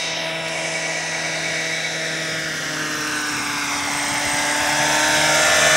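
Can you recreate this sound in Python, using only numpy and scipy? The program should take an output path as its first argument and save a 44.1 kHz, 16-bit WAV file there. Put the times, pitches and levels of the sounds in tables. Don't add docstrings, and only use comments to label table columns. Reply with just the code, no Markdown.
import sys
import numpy as np
from scipy import signal
from scipy.fft import rfft, irfft, next_fast_len
from scipy.io import wavfile
from scipy.ndimage import uniform_filter1d, map_coordinates

SR = 44100
rng = np.random.default_rng(int(sys.argv[2]) if len(sys.argv) > 2 else 0)


def volts_from_db(level):
    exponent = np.asarray(level, float) / 20
    return 10 ** exponent


def unload_audio(sound):
    columns = np.transpose(np.atleast_2d(sound))
    steps = np.round(np.clip(columns, -1, 1) * 32767)
    wavfile.write(sys.argv[1], SR, steps.astype(np.int16))


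N = 254016
COARSE = np.arange(0, N + 64, 64)

# time_s, firing_hz, level_db
ENGINE = [(0, 162.8, -26), (.3, 162.7, -24), (.75, 162.3, -24), (1.05, 161.7, -24.5), (1.5, 161.7, -23.5),
          (1.9, 161.7, -25), (2.2, 160.5, -24.5), (2.45, 159.9, -25.5), (2.75, 154, -25), (3.2, 149.7, -24),
          (3.45, 146.5, -24), (3.7, 143.3, -23.5), (4.1, 145.1, -22), (4.5, 147, -20.5), (4.8, 149, -19),
          (5.05, 152.4, -17.5), (5.3, 153.4, -16.5), (5.76, 156, -15)]
# time_s, heading (0 side, 1 tail, 2 nose), grass_delay_ms, grass_strength (0-1), phase_turns
FLIGHT = [(0, 0, .36, .45, -.12), (.7, 0, .41, .47, -.1), (1.2, 0, .5, .48, -.13), (1.6, 0, .5, .54, -.08),
          (2.1, .15, .55, .82, -.09), (2.6, .65, .66, .8, -.075), (3.2, 1.04, .72, .87, .015),
          (3.6, 1.02, .78, .86, .075), (4, 1.12, .93, .62, .03), (4.5, 1.56, 1.07, .45, .03),
          (5.1, 1.83, 1.24, .54, -.01), (5.35, 1.85, 1.42, .4, 0), (5.5, 1.95, 1.6, .6, 0),
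          (5.76, 2.04, 1.66, .5, 0)]


def helicopter():
    # frequency_hz, level_db
    grass_colour = [(200, -1), (600, -2), (1500, -4), (4000, -8), (9000, -18)]
    # frequency_hz, level_db
    hull_colour = [(1200, -30), (2500, -3), (9000, 0)]
    t = np.arange(N) / SR
    steady, rocked = shaft()
    heading, grass_ms, grass, turns = curves(FLIGHT)
    level = volts_from_db(curves(ENGINE)[1])

    tones = shaft_tones(steady, rocked, heading) + gear_tones(steady, heading)
    direct = level * (tones + chirps(steady, rocked) + volts_from_db(-3.0) * hiss(rocked, heading))

    off_grass = echo(direct, grass_colour, grass_ms, grass, turns)
    hull_ms = .015 + .105 * np.tanh(t / .45) + .012 * t
    hull_strength = .6 * np.exp(-(t / 1.5) ** 2)
    off_hull = echo(direct, hull_colour, hull_ms, hull_strength)

    strong = exhaust(rocked, heading, grass_ms, grass, turns)
    treble = level * (whistle(steady) + spits(steady, heading))
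    return direct + off_grass + off_hull + strong + treble


def shaft():
    firing_hz = curves(ENGINE)[0]
    steady = 2 * np.pi * np.cumsum(firing_hz) / SR
    rocked = steady + 0.043 * np.sin(steady / 16) + 0.036 * wobble(25)
    return steady, rocked


def exhaust(rocked, heading, grass_ms, grass, turns):
    # order, side_db, tail_db, nose_db, lurch_share
    strong_orders = [(1, -20, -15.5, -27.5, 0.22), (2, -22.5, -13.5, -12, 0.96), (4, -14, -12.5, -14, 0.52),
                     (6, -18, -18.5, -13, 0.13)]
    # time_s, half_length_s, level_db
    lurches = [
        (0, .06, -14),
        (1.05, .1, -6),
        (1.84, .08, -8),
        (2.6, .08, -13),
    ]
    # time_s, half_length_s, level_db
    shadow = (3.7, 0.91, -13.5)
    shadow_s, shadow_half_s, shadow_peak_db = shadow
    lurch_db = sum(db * spell(s, half, sharp=2) for s, half, db in lurches)
    shadow_db = shadow_peak_db * spell(shadow_s, shadow_half_s)

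    controls = np.array([*curves(ENGINE), heading, grass_ms, grass, turns, lurch_db, shadow_db])
    controls = controls[:, np.minimum(COARSE, N - 1)]
    hz, level_db, heading, grass_ms, grass, turns, lurch_db, shadow_db = controls

    beat_hz, beat_peak_s, beat_share = 2.25, 5.26, .8
    closing = np.clip(3 * (heading - 1.3), 0, 1)
    beat = 1 + beat_share * closing * np.exp(2j * np.pi * beat_hz * (COARSE / SR - beat_peak_s))

    out = 0
    for order, side, tail, nose, share in strong_orders:
        lag_turns = order * hz * grass_ms / 1000 + turns
        gain = np.abs(1 + np.clip(grass + .2, 0, .9) * np.exp(2j * np.pi * lag_turns))
        if order == 1:
            gain = gain * np.abs(beat) * volts_from_db(shadow_db)
        db = level_db + by_heading(heading, side, tail, nose) + share * lurch_db + 20 * np.log10(gain)
        out = out + tone(rocked, order, db, drift=0.089, flutter_db=0.0)
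    return out


def shaft_tones(steady, rocked, heading):
    weak_orders = [.5, 1.5, 3, 5, 7, 8, 9, 10, 11, 12, 13, 14, 15, 16, 17, 18, 19, 21, 22, 23, 24, 25, 26,
                   33, 35, 37, 38, 41, 48, 49]
    # side_db, tail_db, nose_db
    weak_levels = [(-42, -38, -33.5), (-33.5, -34, -27), (-23, -21, -29), (-29.5, -19, -19.5),
                   (-30, -23, -25.5), (-23, -19.5, -31), (-19.5, -21.5, -15), (-30, -20, -24),
                   (-18.5, -14, -16), (-12, -16.5, -18), (-33, -22.5, -15), (-15.5, -17, -17),
                   (-41, -15, -20.5), (-25.5, -28, -36), (-18.5, -38, -21), (-24, -24, -27),
                   (-22, -25, -21.5), (-22, -30, -25), (-31, -35, -18), (-15, -30, -24), (-15.5, -32, -33),
                   (-34, -32, -18.5), (-45, -24, -30), (-17, -27, -21.5), (-31, -31, -22), (-27, -36, -32),
                   (-19, -53, -17), (-33, -37, -18), (-36, -49, -24), (-46, -52, -18)]
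    turn = heading[np.minimum(COARSE, N - 1)]
    lines = sum(tone(rocked, order, by_heading(turn, *db), drift=.23, flutter_db=2.2)
                for order, db in zip(weak_orders, weak_levels))
    return lines * volts_from_db(0.64 * np.cos(steady / 16 + 1))


def gear_tones(steady, heading):
    gear_ratios = [.88, 1.75, 3.5, 4.38, 9.46, 10.12, 10.75, 11.38, 12.38, 13.25, 14.54, 22.74, 53.9, 75]
    # side_db, tail_db, nose_db
    gear_levels = [(-44, -32.5, -34), (-28.5, -25.5, -25), (-29, -51, -42), (-26, -33, -19.5),
                   (-43, -57, -8.5), (-18, -15, -15), (-42, -34, -13.5), (-22, -35, -9.5), (-28, -41, -31),
                   (-21.5, -32, -27), (-26, -16, -23.5), (-25.5, -25, -18), (-50, -50, -24),
                   (-47, -33, -38)]
    turn = heading[np.minimum(COARSE, N - 1)]
    return sum(tone(steady, ratio, by_heading(turn, *db), drift=.23, flutter_db=2.2)
               for ratio, db in zip(gear_ratios, gear_levels))


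def chirps(steady, rocked):
    # time_s, half_length_s, level_db
    flare_spells = [
        (.75, .4, -14),
        (1.3, .2, -15),
        (1.72, .25, -13),
        (4.5, .45, -19),
    ]
    flare = np.exp(5.5 * (np.cos(steady / 16 - 4.4 + .4 * wobble(8)) - 1))
    size = sum(volts_from_db(db) * spell(s, half, sharp=3.8) for s, half, db in flare_spells)
    return size * unit(flare) * tone(rocked, 14, 0, drift=0.85, flutter_db=1.0)


def hiss(rocked, heading):
    # frequency_hz, level_db (per Hz)
    side_hiss = [(40, -43), (100, -16), (350, -15.5), (650, -2.5), (1150, -10), (1600, -5), (2200, -3),
                 (3100, -9.5), (3700, -9.5), (4400, -10.5), (5500, -6), (7200, -16.5), (10000, -20.5),
                 (15700, -54)]
    # frequency_hz, level_db (per Hz)
    tail_hiss = [(40, -71), (100, -9), (350, -10), (650, -1), (1150, -7), (1600, -2), (2200, -3),
                 (3100, -10.5), (3700, -8), (4400, -15), (5500, -5), (7200, -13.5), (10000, -22.5),
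                 (15700, -45)]
    # frequency_hz, level_db (per Hz)
    nose_hiss = [(40, -40), (100, -16.5), (350, -15), (650, -2.5), (1150, -9), (1600, -6), (2200, -5),
                 (3100, -9), (3700, -9.5), (4400, -14), (5500, -6), (7200, -9), (10000, -16.5),
                 (15700, -39.5)]
    # side_db, tail_db, nose_db
    treble_tilt = (0, 2.9, -2.5)
    # time_s, half_length_s, level_db (at 10 kHz)
    veil = (0.39, 0.12, -8)
    veil_s, veil_half_s, veil_db = veil

    puffs_db = 0.88 * np.cos(rocked) + 0.4 * np.cos(2 * rocked)
    hz, t, z = signal.stft(rng.standard_normal(N) * volts_from_db(puffs_db), SR, nperseg=1024)
    turn = np.interp(t, np.arange(N) / SR, heading)
    views = (along(view, hz)[:, None] for view in (side_hiss, tail_hiss, nose_hiss))
    colour_db = by_heading(turn, *views)
    colour_db = colour_db - 10 * np.log10(np.mean(volts_from_db(2 * colour_db), axis=0))
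    treble_db = by_heading(turn, *treble_tilt) + veil_db * np.exp(-((t - veil_s) / veil_half_s) ** 2)
    colour_db = colour_db + treble_db * hz[:, None] / 10000

    patches = uniform_filter1d(rng.standard_normal(z.shape), size=8, axis=0)
    patches = uniform_filter1d(patches, size=10, axis=1)
    return unit(signal.istft(z * volts_from_db(colour_db + 1.14 * unit(patches)), SR, nperseg=1024)[1][:N])


def spits(steady, heading):
    # side_db, tail_db, nose_db
    crackle_levels = (-41, -22.5, -31)
    # side_db, tail_db, nose_db
    swish_levels = (-36.5, -26, -28)
    starts = np.flatnonzero(np.diff(np.floor(steady / (4 * np.pi))))
    luck = rng.standard_normal((len(starts), 3))
    t = np.arange(360) / SR
    out = np.zeros(N + 2000)
    for start, (size, band, late) in zip(starts, luck):
        band_hz = np.clip(12400 + 1700 * band, 9000, 15300)
        grain = uniform_filter1d(rng.standard_normal(len(t)), size=14) * np.cos(2 * np.pi * band_hz * t)
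        swing_db = 2.5 * size + 4 * np.cos(steady[start] / 7.9)
        begin = start + round(abs(late) * 40)
        out[begin:begin + len(t)] += volts_from_db(swing_db) * unit(grain) * np.hanning(len(t))
    swish = noise([(8000, -40), (11000, -12), (15700, 0)])[0]
    crackle = volts_from_db(by_heading(heading ** .6, *crackle_levels)) * unit(out[:N])
    return crackle + volts_from_db(by_heading(heading, *swish_levels)) * swish


def whistle(steady):
    # time_s, half_length_s, level_db
    whine_spells = [
        (3.33, .27, -18),
        (4.2, .47, -12),
        (5.1, .6, -24),
    ]
    narrow = unit(.3 + noise([(20, 0), (110, -3), (350, -30), (20000, -120)])[0])
    size = sum(volts_from_db(db) * spell(s, half) for s, half, db in whine_spells) * volts_from_db(1.2 * wobble(14))
    return size * np.sqrt(2) * narrow * np.sin(57.0 * steady)


def echo(x, colour, delay_ms, strength, turns=0):
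    coloured = filtered(x, lambda hz: volts_from_db(along(colour, hz)))
    copy = np.real(signal.hilbert(coloured) * np.exp(-2j * np.pi * turns))
    late = map_coordinates(copy, [np.arange(N) - delay_ms * SR / 1000], mode="nearest")
    return np.clip(strength, 0, 1) * late


def wind():
    # time_s, level_db
    gust_hits = [(3.76, -40), (3.8, -35), (3.85, -33), (3.94, -32), (4.12, -33), (4.27, -29), (4.34, -30.5),
                 (4.41, -36), (4.62, -30), (4.68, -33.5), (4.81, -34)]
    t = np.arange(N) / SR
    gusts = sum(volts_from_db(db) * np.exp(-((t - s) / .016) ** 2) for s, db in gust_hits)
    rumble = noise([(30, -22), (80, 0), (200, -4), (400, -16), (2000, -70)], channels=2)
    return gusts * rumble * volts_from_db([[0], [-4]])


def knock():
    # time_s, level_db
    tap = (.4835, -24)
    tap_s, tap_db = tap
    t = np.arange(N) / SR
    decay = volts_from_db(tap_db - 60 * np.abs(t - tap_s) / .025) * (t > tap_s)
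    return decay * noise([(500, -20), (2500, -3), (4500, 0), (8000, -8), (14000, -25)])


def field():
    # frequency_hz, level_db (per Hz)
    murmur = [(25, -22), (50, -1), (90, -13.5), (200, -5), (500, -7), (1500, 0), (4000, -60)]
    return volts_from_db(-52.0) * noise(murmur, channels=2) * volts_from_db([[1.5], [-1.5]])


def tone(phase, order, level_db, drift, flutter_db):
    wander = drift * (knots(6) + (order / 17) ** 2 * knots(40)) + rng.uniform(0, 2 * np.pi)
    size = np.sqrt(2) * volts_from_db(level_db + flutter_db * knots(5.013))
    wander, size = (np.interp(np.arange(N), COARSE, v) for v in (wander, size))
    return size * np.sin((order * phase + wander) % (2 * np.pi), dtype=np.float32)


def by_heading(heading, side, tail, nose):
    return side + (tail - side) * np.clip(heading, 0, 1) + (nose - tail) * np.clip(heading - 1, 0, 1)


def spell(s, half, sharp=4):
    return np.interp(np.arange(N), COARSE, np.exp(-np.abs((COARSE / SR - s) / half) ** sharp))


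def knots(rate):
    return map_coordinates(rng.standard_normal(400), [COARSE * rate / SR])


def wobble(rate):
    return np.interp(np.arange(N), COARSE, knots(rate))


def curves(rows):
    s, *cols = np.transpose(rows)
    return [np.interp(np.arange(N) / SR, s, c) for c in cols]


def along(points, hz):
    f, v = np.transpose(points)
    return np.interp(np.log(hz + 1), np.log(f + 1), v)


def filtered(x, response):
    m = next_fast_len(N + 8192)
    return irfft(rfft(x, m) * response(np.fft.rfftfreq(m, 1 / SR)), m)[..., :N]


def noise(spectrum, channels=1):
    return unit(filtered(rng.standard_normal((channels, N)), lambda hz: volts_from_db(along(spectrum, hz))))


def unit(x):
    return x / np.sqrt(np.mean(x ** 2) + 1e-20)


def scene():
    # frequency_hz, left_minus_right_db
    lean_far = [(60, 2.0), (110, 1.5), (200, 1.5), (380, 0.0), (700, 0.0), (1290, -1.0), (2380, 0.0),
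                (4400, 0.0), (8120, -0.5), (15000, -0.5)]
    # frequency_hz, left_minus_right_db
    lean_near = [(60, 4.5), (110, 3.0), (200, 2.5), (380, 1.5), (700, 0.0), (1290, -2.0), (2380, -0.5),
                 (4400, -0.5), (8120, -1.0), (15000, -1.5)]
    # frequency_hz, level_db
    scatter_colour = [(60, -7.5), (300, -18), (700, -25.5), (1500, -13.5), (2200, -23), (3000, -14.5),
                      (4400, -21.5), (5600, -17), (8000, -15.5), (15000, -4.5)]
    craft = helicopter()
    near = np.clip(curves(FLIGHT)[0] / 2, 0, 1)
    far_pair, near_pair = (filtered(craft, lambda hz: volts_from_db(along(lean, hz) * [[.5], [-.5]]))
                           for lean in (lean_far, lean_near))

    tail = rng.standard_normal(4000) * volts_from_db(-60 * np.arange(4000) / SR / 0.022)
    scattered = signal.fftconvolve(craft, tail / np.linalg.norm(tail))[:N]
    scattered = filtered(scattered, lambda hz: volts_from_db(along(scatter_colour, hz)))
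    heard = (1 - near) * far_pair + near * near_pair + scattered * [[1], [-1]]
    return heard + wind() + knock() + field()


def band_limit(x):
    return signal.sosfilt(signal.butter(12, 16600, fs=SR, output="sos"), x)


def record(dry):
    top_hz = 15760
    limited = filtered(dry, lambda hz: hz < top_hz)
    return band_limit(limited)


dry = scene()
out = record(dry)
unload_audio(out)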